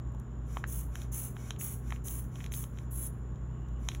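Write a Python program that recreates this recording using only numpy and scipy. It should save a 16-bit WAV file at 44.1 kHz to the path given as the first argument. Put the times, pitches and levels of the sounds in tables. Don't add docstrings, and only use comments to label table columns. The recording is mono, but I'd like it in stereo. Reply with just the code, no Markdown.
import sys
import numpy as np
from scipy import signal
from scipy.fft import rfft, irfft
from scipy.io import wavfile

SR = 44100
rng = np.random.default_rng(int(sys.argv[2]) if len(sys.argv) > 2 else 0)


def wav_record(signal):
    frames = np.transpose(np.atleast_2d(signal))
    bounded = np.clip(frames, -1, 1)
    quanta = np.round(bounded * 32767).astype(np.int16)
    wavfile.write(sys.argv[1], SR, quanta)


N = 176400
T = np.arange(N) / SR
HZ = np.maximum(np.fft.rfftfreq(N, 1 / SR), 1)


def from_db(db):
    return 10 ** (np.asarray(db) / 20)


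def unit_rms(x):
    return x / np.sqrt(np.mean(x ** 2) + 1e-20)


def colour(x, spectrum):
    hz, db = np.transpose(spectrum)
    return irfft(rfft(x) * from_db(np.interp(np.log(HZ), np.log(hz), db)), N)


def noise(spectrum):
    return unit_rms(colour(rng.standard_normal(N), spectrum))


def drift(rate_hz):
    return unit_rms(irfft(rfft(rng.standard_normal(N)) / (1 + (HZ / rate_hz) ** 2) ** 2, N))


def band_noise(hz, width_hz):
    return unit_rms(irfft(rfft(rng.standard_normal(N)) / (1 + (2 * (HZ - hz) / width_hz) ** 2), N))


# frequency in Hz, level in dB, rms pitch wander in Hz.
HUM_PARTIALS = [(50.67, -51.5, 0.56), (56.5, -51, 1.05), (59.52, -41.5, 1), (122.25, -44, .5),
                (152.5, -53, 1.5), (204.5, -59, 1.5), (237.5, -59, 2.06), (591.5, -74, 1.9), (1099, -70, 1)]
# time in seconds, gain in dB.
BASS_SWELL = [(0, 1.5), (.45, -1), (.8, 2.5), (1.1, 2.5), (1.6, -9), (1.9, 3), (2.3, -2), (2.55, 1),
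              (2.7, -5), (2.85, 1.5), (3.55, -1), (3.8, 4.5), (4, 1)]
# frequency in Hz, relative spectral density in dB.
RUSH_SPECTRUM = [(25, -26.5), (38, -13), (50, -3), (90, -2), (180, -7.5), (280, -13.5), (400, -15),
                 (520, -23), (750, -26.5), (1100, -26), (1600, -30.5), (2200, -40), (2900, -39.5),
                 (3700, -44.5), (5000, -45.5), (6200, -55), (8200, -57.5), (15000, -61.5)]
RUSH_DB = -46


def ventilation():
    bass_db = np.interp(T, *np.transpose(BASS_SWELL))
    hum = 0
    for hz, db, wander_hz in HUM_PARTIALS:
        level = from_db(db + 0.94 * drift(7.5) + bass_db * (hz < 80))
        cycles = np.cumsum(hz + wander_hz * drift(5.05)) / SR + rng.random()
        hum += np.sqrt(2) * level * np.sin(2 * np.pi * cycles)
    thin_hiss = from_db(-73.3) * band_noise(7040, width_hz=320)
    return hum + from_db(RUSH_DB) * noise(RUSH_SPECTRUM) + thin_hiss


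# frequency in Hz, gain in dB.
DIFFUSE_SHARE = [(50, -24), (150, -9.5), (300, -14.5), (550, -1.5), (1100, -1.5), (3000, -9.5), (12000, -6)]


def diffuse_rush():
    return from_db(RUSH_DB) * colour(noise(RUSH_SPECTRUM), DIFFUSE_SHARE) * np.array([[1], [-1]])


# frequency in Hz, gain in dB.
GRIP_SPECTRUM = [(1000, -21), (3000, 0), (7000, -8.5), (11000, -1), (15000, -3)]


def grip_ticks(per_s=13, decay_s=0.00048):
    contacts = rng.random(N) < per_s / SR
    impulses = contacts * from_db(-62 + 3.5 * np.minimum(rng.exponential(1, N), 3))
    envelope = signal.lfilter([1], [1, -np.exp(-1 / (decay_s * SR))], impulses + 1e-18)
    return colour(envelope * rng.standard_normal(N) / 2, GRIP_SPECTRUM)


# start in seconds, peak level in dB,
# ring frequency in Hz, relative ring level in dB, low-pass cutoff in Hz.
CONTACTS = [(0.124, -55.0, 13500, 8, 16000), (0.148, -43.0, 900, 8, 16000),
            (0.199, -40.0, 13500, -2, 13000), (0.57, -23.0, 1100, -11, 2200),
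            (0.6406, -20.0, 1700, 8, 4500), (0.9556, -25.0, 1700, -2, 13000),
            (1.018, -33.0, 3800, -2, 13000), (1.367, -33.5, 1700, -8, 2700),
            (1.507, -20.0, 1700, -11, 8000), (1.563, -39.0, 3200, 8, 13000), (1.612, -29.5, 2800, 8, 16000),
            (1.906, -31.0, 2000, -2, 10000), (1.9232, -24.5, 1300, -18, 2200),
            (1.962, -35.0, 2800, 8, 16000), (2.084, -28.0, 6600, 8, 5500), (2.243, -40.5, 11000, 8, 16000),
            (2.357, -35.0, 1700, -11, 6500), (2.405, -35.0, 2000, -18, 2700),
            (2.4117, -42.0, 2400, -14, 2700), (2.4425, -29.5, 3200, 4, 13000),
            (2.463, -30.5, 3200, -2, 10000), (2.5205, -33.0, 2400, -11, 4500),
            (2.539, -22.5, 5200, 8, 3800), (2.64, -28.5, 1300, -11, 16000), (2.774, -42.5, 1700, -8, 4500),
            (2.787, -35.0, 2400, -14, 8000), (3.358, -48.5, 5200, 1, 10000),
            (3.687, -51.0, 6600, -5, 16000), (3.8876, -14.5, 1700, -18, 8000),
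            (3.9174, -30.0, 3200, 8, 13000), (3.9492, -27.5, 3200, 1, 13000)]
# frequency in Hz, relative level in dB, 60 dB decay time in seconds.
HOUSING_MODES = [(1080, -25, 0.009), (1740, -21, 0.009), (2500, -14, 0.008), (3110, -11, 0.009),
                 (3950, -12, 0.006), (5500, -15, 0.006), (6700, -15, 0.006), (10400, -17, 0.004)]


def clicks(ring_cycles=9, crack_db=5):
    out, t = np.zeros(N + SR), T[:SR // 30]
    scatter_db = 2 * rng.standard_normal((len(CONTACTS), len(HOUSING_MODES)))
    for (start, db, hz, ring_db, cutoff_hz), offset_db in zip(CONTACTS, scatter_db):
        ring = np.sin(2 * np.pi * hz * t) * from_db(ring_db - 60 * t * hz / ring_cycles)
        for k, (mode_hz, mode_db, t60) in enumerate(HOUSING_MODES):
            decay = from_db(mode_db + offset_db[k] - 60 * t / t60)
            ring += (-1) ** k * np.sin(2 * np.pi * mode_hz * t) * decay
        ring[0] += from_db(crack_db)
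        softness = signal.butter(3, cutoff_hz, fs=SR, output="sos")
        low_cut = signal.butter(2, max(600, .55 * hz), "high", fs=SR, output="sos")
        click = signal.sosfilt(low_cut, signal.sosfilt(softness, ring))
        i = int(start * SR)
        out[i:i + len(t)] += from_db(db) * click / np.abs(click).max()
    return out[:N]


def envelope(stroke, attack_s=0.065, close_s=0.02, tail_db=-13.5, tail_s=0.057, arch_db=0):
    start, length, db, change_db = stroke
    t = T - start
    progress, after = np.clip(t / length, 0, 1), np.maximum(t - length, 0)
    level = from_db(db + change_db * progress + arch_db * np.sin(np.pi * progress))
    tail = from_db(tail_db)
    release = (1 - tail) * np.exp(-after / close_s) + tail * np.exp(-after / tail_s)
    return np.clip(t / attack_s, 0, 1) * level * release


# nominal delay in seconds, gain as a ratio.
HAND_ECHOES = [(.00088, 0.39), (.0016, 0.45), (.0027, .36), (.0041, 0.65)]


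def hand_comb(x, start=0, stretch_per_s=0):
    stretch = 1 + stretch_per_s * np.clip(T - start, 0, .3)
    echoes = sum(gain * np.interp(T - delay * rng.uniform(.8, 1.1) * stretch, T, x)
                 for delay, gain in HAND_ECHOES)
    return unit_rms(x + echoes)


def edge_tone():
    return from_db(-13) * band_noise(10350, width_hz=560)


# start in seconds, length in seconds, level in dB, level change in dB.
SQUEEZE_STROKES = [(0.446, .14, -60, 6.5), (0.902, 0.13, -54, 1), (1.339, 0.16, -55, 1.5),
                   (1.82, 0.13, -57, 1.5), (2.298, 0.15, -57.5, 2.5), (2.71, 0.12, -64, 0),
                   (3.776, 0.18, -63, 8)]
# frequency in Hz, relative level in dB.
HOSE_SPECTRUM = [(500, -4), (1500, -2), (2800, -3), (3700, -6), (4900, 1), (6400, -2), (7300, -2),
                 (8100, -9.5), (9000, -3), (10500, -4), (12000, -10), (13400, -4), (15600, -12)]


def squeezes():
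    jet = hand_comb(noise(HOSE_SPECTRUM)) + edge_tone() / 2
    return jet * sum(envelope(stroke) for stroke in SQUEEZE_STROKES)


# start in seconds, length in seconds, level in dB, level change in dB.
REFILL_STROKES = [(0.664, 0.145, -41.5, 0.5), (1.114, .155, -35.5, -5), (1.585, .15, -34.5, -6.5),
                  (2.038, .16, -37, -6), (2.512, 0.115, -37, -6)]
# frequency in Hz, relative level in dB.
INLET_SPECTRUM = [(800, -16.5), (2000, -18), (2800, -14), (3800, -18), (4650, -13), (5400, -16), (6700, -8),
                  (7500, -11.5), (8400, -3), (9200, -1), (9800, -3), (10300, 0), (10900, -6), (11400, -2),
                  (12700, -7), (13700, -3), (14700, -6), (15600, -3)]


def refills(gulp_s=0.048):
    hiss = noise(INLET_SPECTRUM) + edge_tone()
    gulp = from_db(-8) * band_noise(6550, width_hz=1300)
    sizzle = from_db(-8) * band_noise(14700, width_hz=2000)
    out = 0
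    for stroke in REFILL_STROKES:
        start, length = stroke[:2]
        t = T - start
        opening = np.sin(np.pi * np.clip(t / length, 0, 1)) ** 2
        jet = hiss + gulp * np.exp(-np.abs(t) / gulp_s) + sizzle * opening
        flow = envelope(stroke, attack_s=0.032, close_s=0.019, tail_db=-12)
        out += hand_comb(jet, start, stretch_per_s=0.041) * flow
    return out


# frequency in Hz, relative level in dB.
SLOW_SPECTRUM = [(800, -22.5), (2800, -22.5), (4000, -18.5), (5000, -21), (7600, -16), (8600, -7),
                 (10000, 0), (11200, -2), (12400, -9), (15600, -8)]
# starting frequency in Hz, level relative to the hiss in dB.
INLET_WHISTLES = [(7000, -23), (7900, -22), (9900, -14), (10800, -10), (11600, -8), (12400, -12),
                  (14300, -15)]


def slow_refill(start=2.905, sag_per_s=.6, width_hz=220):
    sag = np.exp(-sag_per_s * np.clip(T - start, 0, .3))
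    jet = hand_comb(noise(SLOW_SPECTRUM), start, stretch_per_s=0.59)
    for hz, db in INLET_WHISTLES:
        phase = 2 * np.pi * np.cumsum(hz * sag) / SR
        breathy_tone = drift(width_hz) * np.cos(phase) + drift(width_hz) * np.sin(phase)
        jet += from_db(db) * breathy_tone
    length_s, db, swell_db = 0.1641, -49, 12
    flow = envelope((start, length_s, db, swell_db), attack_s=.008, close_s=.01, tail_db=-21.5, arch_db=3.5)
    return unit_rms(jet) * flow


def hose_rub(start=3.48, length_s=.34, db=-76, swell_db=4.5):
    roughness = from_db(3 * drift(30))
    return band_noise(2860, width_hz=300) * roughness * envelope((start, length_s, db, swell_db))


# frequency in Hz, phase difference in radians.
PORT_PHASE = [(20, 0), (600, -.4), (1000, .5), (1800, .9), (2500, 1.8), (3400, 1.7), (4100, 2.4),
              (4750, 3.2), (5400, 4.1), (6400, 6), (7300, 6.5), (8700, 9.3), (10800, 12.4), (11500, 12.9),
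              (13200, 15.7), (14800, 18.6), (16000, 19)]


def ports(x):
    half_lead = np.exp(.5j * np.interp(HZ, *np.transpose(PORT_PHASE)))
    return irfft(rfft(x) * np.array([half_lead, half_lead.conj()]), N)


def room(x, t60_s=0.16, build_s=0.00081):
    t = T[:SR // 2]
    tail = rng.standard_normal((2, len(t))) * from_db(-60 * t / t60_s) * (1 - np.exp(-t / build_s))
    return signal.fftconvolve(x[None], tail / np.sqrt(np.sum(tail ** 2) / 2), axes=1)[:, :N]


def scene():
    flutter = from_db(1.2 * drift(120))
    air = squeezes() + (refills() + slow_refill()) * flutter
    contacts = grip_ticks() + clicks() + hose_rub()
    reverberation = room(from_db(-22) * air + from_db(-13.5) * contacts)
    return ports(ventilation() + contacts + air) + reverberation + diffuse_rush()


def record(dry, cutoff_hz=15750, left_db=-0.57):
    low_pass = signal.ellip(10, .1, 80, cutoff_hz, fs=SR, output="sos")
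    return signal.sosfilt(low_pass, dry * np.array([[from_db(left_db)], [1]]))


dry = scene()
out = record(dry)
wav_record(out)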